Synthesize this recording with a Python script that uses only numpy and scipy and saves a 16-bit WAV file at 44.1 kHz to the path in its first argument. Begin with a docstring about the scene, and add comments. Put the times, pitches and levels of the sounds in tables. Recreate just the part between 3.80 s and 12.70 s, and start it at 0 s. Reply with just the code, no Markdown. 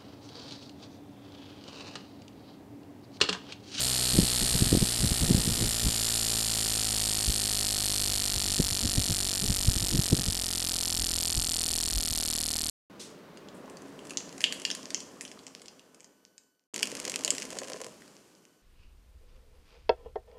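"""A tiny gas-driven boxer engine runs outdoors in a hand, close to the microphone, for about nine seconds.
It starts at 63 turns a second and sinks to 39 with its gas pressure, over a steady leak, a low hum and a quiet garden.
Every turn makes a dry snap (a pressure pulse), then a bright double tick of the valve gear (a pulse that rings metal),
then a puff of exhaust (a soft push and a burst of noise).
From 0.3 s on, mostly in three spells, eddies thump on the microphone: pressure swings in noisy wakes."""
import sys
import numpy as np
from scipy import signal
from scipy.fft import rfft, irfft, next_fast_len
from scipy.io import wavfile
from scipy.ndimage import uniform_filter1d, map_coordinates

SR = 44100
rng = np.random.default_rng(int(sys.argv[2]) if len(sys.argv) > 2 else 0)


def log_audio(samples):
    """Write samples as a 16-bit WAV file to the path given in sys.argv[1]."""
    # one column per channel
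    frames = np.atleast_2d(samples).T
    # limit to full scale, then quantise
    limited = np.clip(frames, -1, 1)
    pcm = np.round(limited * 32767).astype(np.int16)
    wavfile.write(sys.argv[1], SR, pcm)


N = 392475
TIME = np.arange(N) / SR  # s
CRUISE = 55  # turns per second at which the growth laws add nothing
TOP_HZ = 16300


def crank():
    """Speed (turns per second) and angle (turns) of the crank; the snap falls on whole turns."""
    # crank speed, sinking with the gas pressure: t/s, speed/(turns per second)
    speed_curve = [(0.0, 63.285), (1.01, 60.072), (1.16, 59.173), (1.51, 58.639), (2.26, 55.815),
                   (2.37, 55.936), (3.14, 53.427), (3.92, 51.433), (4.85, 48.436), (5.6, 47.39),
                   (5.94, 46.476), (6.2, 46.224), (6.59, 44.037), (6.99, 43.342), (7.21, 42.467),
                   (7.34, 42.643), (8.28, 39.904), (8.9, 38.968)]
    speed = np.interp(TIME, *np.transpose(speed_curve))
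    start_angle = -.245
    return speed, np.cumsum(speed) / SR + start_angle


def snap(angle, speed, edge_hz=5700, edge_width_hz=900):
    """A port opens on compressed gas: one short, clean pressure pulse a turn."""
    # colour of the snap: f/Hz, level/dB
    snap_colour = [(100, -11.5), (750, -3), (2100, -3.5), (2900, 8), (3900, 12.5), (5400, 13), (6700, 6.5),
                   (7400, 8.5), (8600, -2), (9700, -15), (11000, -10), (13000, -45), (16000, -54)]
    # quick echoes off the fingers: delay/s, signed share
    fingers = [(.00052, -.11), (.00125, 0.048), (.00165, .08), (.0019, -0.13)]
    level_db = per_turn(speed, axis=1) + driven(speed, level_db=-0.5, growth=-0.17)
    times, gains = strokes(angle, 0, level_db, jitter=.000003, scatter_db=.25)
    snaps = train(times, gains, blow(snap_colour, fingers))
    # the snap has a harder edge at low speed
    edge = filtered(snaps, lambda hz: bell(hz, edge_hz, edge_width_hz))
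    edge_share = np.interp(speed, [42, 53, 62], [.35, .08, -.3])
    return snaps + edge_share * edge


def valve(angle, speed):
    """The valve gear touches lightly, then strikes; both blows rebound and ring the metal."""
    # colour of one blow: f/Hz, level/dB
    tick_colour = [(100, -17), (1700, -35), (3000, -25), (4300, -2), (5100, -7.5), (5800, -21),
                   (6700, -0.5), (8300, 6), (9700, 4.5), (11000, 0), (12300, -5.5), (13600, -13),
                   (14600, -12), (16000, -44)]
    # rebounds of the valve: delay/s, signed share
    rebounds = [(.00065, -.44), (.00096, .42)]
    # metal parts rung by the valve gear: f/Hz, resonant gain/dB, t60/s
    metal = [(2300, 2, .03), (4390, 9, .018), (4750, 4.5, .014), (7080, 4, .018), (8450, -10, .012),
             (9150, -11, .012), (10550, -9, .012), (13020, 0, .015)]
    touch_place, strike_place = .155, .201  # turns
    touch_lag = .000338  # s

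    tick = blow(tick_colour, rebounds)
    t = np.arange(len(tick)) / SR
    # each mode lifts the tick at its own frequency and rings on
    ring = np.zeros(len(t))
    for hz, db, t60 in metal:
        unit_gain = 2 * np.log(1000) / (t60 * SR)
        ring += amp(db - 60 * t / t60) * np.cos(2 * np.pi * hz * t) * unit_gain
    tick = tick + signal.fftconvolve(tick, ring)[:len(t)]

    # the touch softens as the crank slows
    touch_db = driven(speed, level_db=-14.0, growth=0.78)
    times, gains = strokes(angle, touch_place, touch_db, jitter=.000003, scatter_db=1.1)
    touch = train(times + touch_lag, gains, tick)
    strike_db = per_turn(speed, axis=2) + driven(speed, level_db=-3.5, growth=-.35)
    times, gains = strokes(angle, strike_place, strike_db, jitter=.000003, scatter_db=0.2)
    strike = train(times, gains, tick)
    # the touch pulls the opposite way; as the crank slows their gap widens,
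    # so their comb of peaks sweeps down
    return strike - touch


def exhaust(angle, speed, rise=0.00081, fall=0.0012, push_growth=0.89, pipe_hz=4400, pipe_width_hz=500):
    """Spent gas leaves once a turn: a soft push of air, and just behind it a burst of jet noise."""
    # colour of the jet noise, then of the push: f/Hz, level/dB
    puff_colour = [(100, -4), (1200, -8), (1900, -4.5), (2600, -8), (3700, 3), (4700, 5), (5150, 3),
                   (6500, -1.5), (8300, 8), (8950, 7), (9600, 6.5), (11300, 2.5), (13400, -6.5),
                   (16000, -27)]
    push_colour = [(200, -56), (420, -9), (560, -5), (740, -1), (900, -11.5), (1150, -19), (1360, -5.5),
                   (1560, -24.5), (1850, -3), (2200, -37), (3000, -23), (6000, -58)]
    push_place, jet_place = .714, .735  # turns

    jet_db = driven(speed, level_db=-5.5, growth=0.47) + .5 * wobble(hz=6.3)
    times, gains = strokes(angle, jet_place, jet_db, jitter=.00001, scatter_db=.7)
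    t = np.arange(-SR // 100, SR // 100) / SR
    opening = bell(t, 0, np.where(t < 0, rise, fall))  # rise and fall in s
    places = np.clip(np.round(times * SR).astype(int), 0, N - 1)
    kicks = np.bincount(places, gains, N)
    envelope = signal.fftconvolve(kicks, opening / np.linalg.norm(opening), "same")
    jet = envelope * noise(puff_colour)
    # the outlet's resonance stands out at high speed and is held back at lower speed
    pipe = filtered(jet, lambda hz: bell(hz, pipe_hz, pipe_width_hz))
    jet = jet + np.interp(speed, [42, 58, 62], [-.25, -.1, .8]) * pipe

    # the push has one shape in every turn, and is firmer when the pistons move fast
    push_db = driven(speed, level_db=-0.8, growth=push_growth)
    times, gains = strokes(angle, push_place, push_db, jitter=.00001, scatter_db=.5)
    push = filtered(train(times, gains, np.ones(1)), lambda hz: colour(push_colour, hz))
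    return amp(-0.56) * jet + push


def hum(angle, speed):
    """The low orders of the gas flow crest just after the exhaust opens, and weaken as the crank slows."""
    # orders of the pulsing gas flow: multiple of the crank speed, relative level/dB
    flow_orders = [(1, 3), (2, 2), (3, -10), (4, -8), (5, -10), (6, -7), (7, -6.5), (8, -7.5), (9, -11)]
    # how the engine in the hand radiates them: f/Hz, gain/dB
    body = [(35, -7.5), (52, -5), (64, -6), (80, -5.5), (105, -3.5), (165, -1), (230, 2.5), (320, -4.5),
            (480, -6.5)]
    crest = .76  # turns
    orders = sum(amp(db) * np.cos(2 * np.pi * round(k) * (angle - crest)) for k, db in flow_orders)
    level = amp(driven(speed, level_db=-43.0, growth=1.2))
    return level * np.sqrt(2) * filtered(orders, lambda hz: colour(body, hz))


def leak(speed, level_db=-44.0, growth=2.65):
    """Gas seeps past the pistons as a steady hiss, less as the pressure sinks."""
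    # colour of the hiss: f/Hz, relative density/(dB per Hz)
    leak_colour = [(200, 15.5), (1000, 8), (2000, 11.5), (4000, 10.5), (6000, 5), (9000, 1), (12000, 4),
                   (14000, -13), (16000, -36)]
    return amp(level_db) * (speed / CRUISE) ** growth * noise(leak_colour)


def surroundings(x, t60=0.028, level_db=-19):
    """Hand and leaves scatter a faint, very short tail of decaying noise."""
    t = np.arange(SR // 8) / SR
    build_up = 1 - np.exp(-(t / .002) ** 2)
    tail = rng.standard_normal(len(t)) * amp(-60 * t / t60) * build_up
    return amp(level_db) * signal.fftconvolve(x, tail / np.linalg.norm(tail))[:N]


def buffets(core_db, wake_db, wake_growth, cycles, breeze_db, flutter_db, mic_hz=32):
    """Each eddy is one swing of pressure in a short turbulent wake; weak turbulence flutters in breezes."""
    # strongest eddies on the microphone: t/s, relative level/dB, swing f/Hz, wake half-length/s
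    eddies = [(0.355, -21.5, 180, 0.011), (.389, -11, 178, 0.014), (0.434, -20, 148, 0.012),
              (.63, -25, 125, 0.02), (.754, -20.5, 137, 0.018), (0.824, -13.5, 129, 0.015),
              (0.868, -21, 97, 0.01), (.929, -11.5, 220, 0.01), (.951, -13.5, 250, .007),
              (.974, -17, 176, .007), (1.029, -15, 136, 0.013), (1.247, -18.5, 127, 0.028),
              (1.319, -23, 132, 0.01), (1.435, -16.5, 127, 0.019), (1.51, -12.5, 162, 0.019),
              (1.549, -14, 126, 0.0038), (1.581, -19.5, 202, 0.019), (1.678, -21.5, 166, 0.023),
              (1.721, -24, 86, 0.0081), (1.826, -20.5, 156, 0.033), (2.067, -22, 113, 0.022),
              (3.49, -19, 45.3, 0.015), (4.31, -37, 74, 0.014), (4.564, -26.5, 65, 0.013),
              (4.802, -14, 182, 0.0074), (4.919, -30, 74, .014), (5.056, -24, 126, 0.023),
              (5.183, -18, 100, 0.019), (5.312, -20.5, 134, 0.014), (5.641, -26, 144, 0.013),
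              (5.704, -21.5, 94, 0.021), (5.886, -16, 68.5, 0.02), (5.966, -23, 121, 0.005),
              (6.029, -25.5, 84, .014), (6.15, -18, 140, 0.023), (6.193, -18, 109, .008),
              (6.332, -12.5, 182, 0.0099), (6.393, -30, 161, 0.022), (6.484, -25.5, 106, .016),
              (7.214, -38, 78, .02), (7.58, -27, 75, 0.014), (8.174, -26.5, 42, .018),
              (8.317, -37, 76, 0.0091)]
    # spells of moving air with weak random eddies: start t/s, end t/s
    breezes = [(0.332, 2.24), (4.248, 6.6), (7.15, 8.35)]
    # turbulence behind a slow and behind a brisk eddy: f/Hz, relative density/(dB per Hz)
    slow_wake = [(15, -1.5), (50, 10.5), (120, -6), (300, -14.5), (900, -49), (3000, -100)]
    brisk_wake = [(15, -2), (60, 5), (150, 5.5), (320, -4.5), (500, -13), (900, -27), (2000, -60),
                  (6000, -100)]

    swings, slow_power, brisk_power = np.zeros((3, N))
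    t = np.arange(-SR // 15, SR // 15) / SR
    phases = rng.uniform(0, 2 * np.pi, len(eddies))
    for (s, db, hz, wake_s), phase in zip(eddies, phases):
        span = np.clip(round(s * SR) + np.round(t * SR).astype(int), 0, N - 1)
        swing = np.cos(2 * np.pi * hz * t + phase) / np.cosh(2 * hz * t / cycles)
        swings[span] += amp(db + core_db) * swing
        # a stronger eddy stirs a stronger wake, a quicker one a brighter wake
        power = amp(wake_db + wake_growth * db) ** 2 * np.exp(-(t / wake_s) ** 2)
        brisk_share = np.interp(hz, [55, 170], [0, 1])
        slow_power[span] += (1 - brisk_share) * power
        brisk_power[span] += brisk_share * power

    in_breeze = sum((TIME > start) & (TIME < end) for start, end in breezes) * 1.0
    windy = np.abs(uniform_filter1d(in_breeze, size=SR // 8))  # soft starts and ends
    flutter = flutter_db * np.tanh(wobble(hz=16))
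    slow_power = slow_power + windy * amp(breeze_db + flutter) ** 2
    # the microphone does not follow the slowest part of a swing
    swings = filtered(swings, lambda hz: 1j * hz / (1j * hz + mic_hz))
    return swings + np.sqrt(slow_power) * noise(slow_wake) + np.sqrt(brisk_power) * noise(brisk_wake)


def garden():
    """The quiet garden is a steady, dark bed of noise."""
    # colour of the bed: f/Hz, relative density/(dB per Hz)
    garden_colour = [(20, 4), (60, -1), (150, -13), (400, -6.5), (700, -11.5), (1200, -17.5), (3000, -43),
                     (12000, -45)]
    return amp(-52) * noise(garden_colour)


def strokes(angle, place, level_db, jitter, scatter_db):
    """Times (s) at which the crank passes a place in its turn, and the strength of each stroke."""
    passes = np.arange(np.ceil(angle[0] - place), angle[-1] - place) + place
    times = np.interp(passes, angle, TIME)
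    chance = rng.standard_normal((len(times), 2))
    gains = amp(np.interp(times, TIME, level_db) + scatter_db * chance[:, 1])
    return times + jitter * chance[:, 0], gains


def per_turn(speed, axis):
    """Energy in dB of one turn: a column of the levels, shared among the turns of a second."""
    # loudness of the running engine: t/s, base level of the snap/dB, base level of the valve tick/dB
    levels = [(0.0, -32, -29), (0.84, -32, -29), (0.96, -34.5, -31.5), (1.96, -34.5, -32.5),
              (2.35, -33, -29.5), (2.82, -34, -31.5), (3.49, -34, -31), (4.56, -34, -33),
              (6.67, -36.5, -37), (6.99, -35, -33.5), (8.06, -36, -33.5), (8.08, -36.5, -35),
              (8.82, -37.5, -33.5), (8.9, -37.5, -34)]
    columns = np.transpose(levels)
    return np.interp(TIME, columns[0], columns[axis]) + 10 * np.log10(SR / speed)


def driven(speed, level_db, growth):
    """Level in dB of a sound whose strength goes with a power of the crank speed."""
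    return level_db + growth * 20 * np.log10(speed / CRUISE)


def blow(points, echoes=(), size=4096):
    """A causal (minimum-phase) pulse of the given colour, followed by its echoes."""
    hz = np.fft.rfftfreq(size, 1 / SR)
    # folding the cepstrum forward puts the energy at the start
    cepstrum = irfft(np.log(colour(points, hz)))
    cepstrum[1:size // 2] *= 2
    cepstrum[size // 2 + 1:] = 0
    comb = 1 + sum(share * np.exp(-2j * np.pi * hz * delay) for delay, share in echoes)
    return irfft(np.exp(rfft(cepstrum)) * comb)


def train(times, gains, pulse, size=8):
    """The pulse, at unit energy, played at times that fall between samples."""
    index = np.floor(times * SR).astype(int)[:, None] + np.arange(1 - size, size + 1)
    offset = index - times[:, None] * SR
    # windowed sinc interpolation
    taps = gains[:, None] * np.sinc(offset) * np.cos(np.pi * offset / (2 * size)) ** 2
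    inside = (index >= 0) & (index < N)
    clicks = np.bincount(index[inside], taps[inside], N)
    return signal.fftconvolve(clicks, pulse / np.linalg.norm(pulse))[:N]


def wobble(hz):
    """A smooth random curve with about hz bends a second."""
    return map_coordinates(rng.standard_normal(int(N * hz / SR) + 4), [TIME * hz])


def noise(points):
    """Coloured noise of rms 1."""
    return unit(filtered(rng.standard_normal(N), lambda hz: colour(points, hz)))


def colour(points, hz):
    """Gain of (Hz, dB) points joined on a log axis."""
    f, db = np.transpose(points)
    return amp(np.interp(np.log(hz + 1), np.log(f), db))


def filtered(x, response):
    """x shaped by a response of frequency."""
    m = next_fast_len(N + SR // 2)
    return irfft(rfft(x, m) * response(np.fft.rfftfreq(m, 1 / SR)), m)[:N]


def bell(x, centre, width):
    """Gaussian curve with a peak of 1."""
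    return np.exp(-.5 * ((x - centre) / width) ** 2)


def unit(x):
    """Scale to rms 1."""
    return x / np.sqrt(np.mean(x ** 2) + 1e-20)


def amp(db):
    """Decibels to gain."""
    return 10 ** (np.asarray(db) / 20)


def scene():
    """The engine, the air on the microphone and the quiet garden."""
    speed, angle = crank()
    engine = snap(angle, speed) + valve(angle, speed) + exhaust(angle, speed)
    gas = hum(angle, speed) + leak(speed)
    air = buffets(core_db=5.5, wake_db=-14.5, wake_growth=0.63, cycles=0.32, breeze_db=-48.0, flutter_db=7)
    return (engine + surroundings(engine) + gas + air + garden())[None]


def record(dry):
    """Nothing passes above the band limit."""
    return np.array([filtered(channel, lambda hz: hz < TOP_HZ) for channel in dry])


dry = scene()
out = record(dry)
log_audio(out)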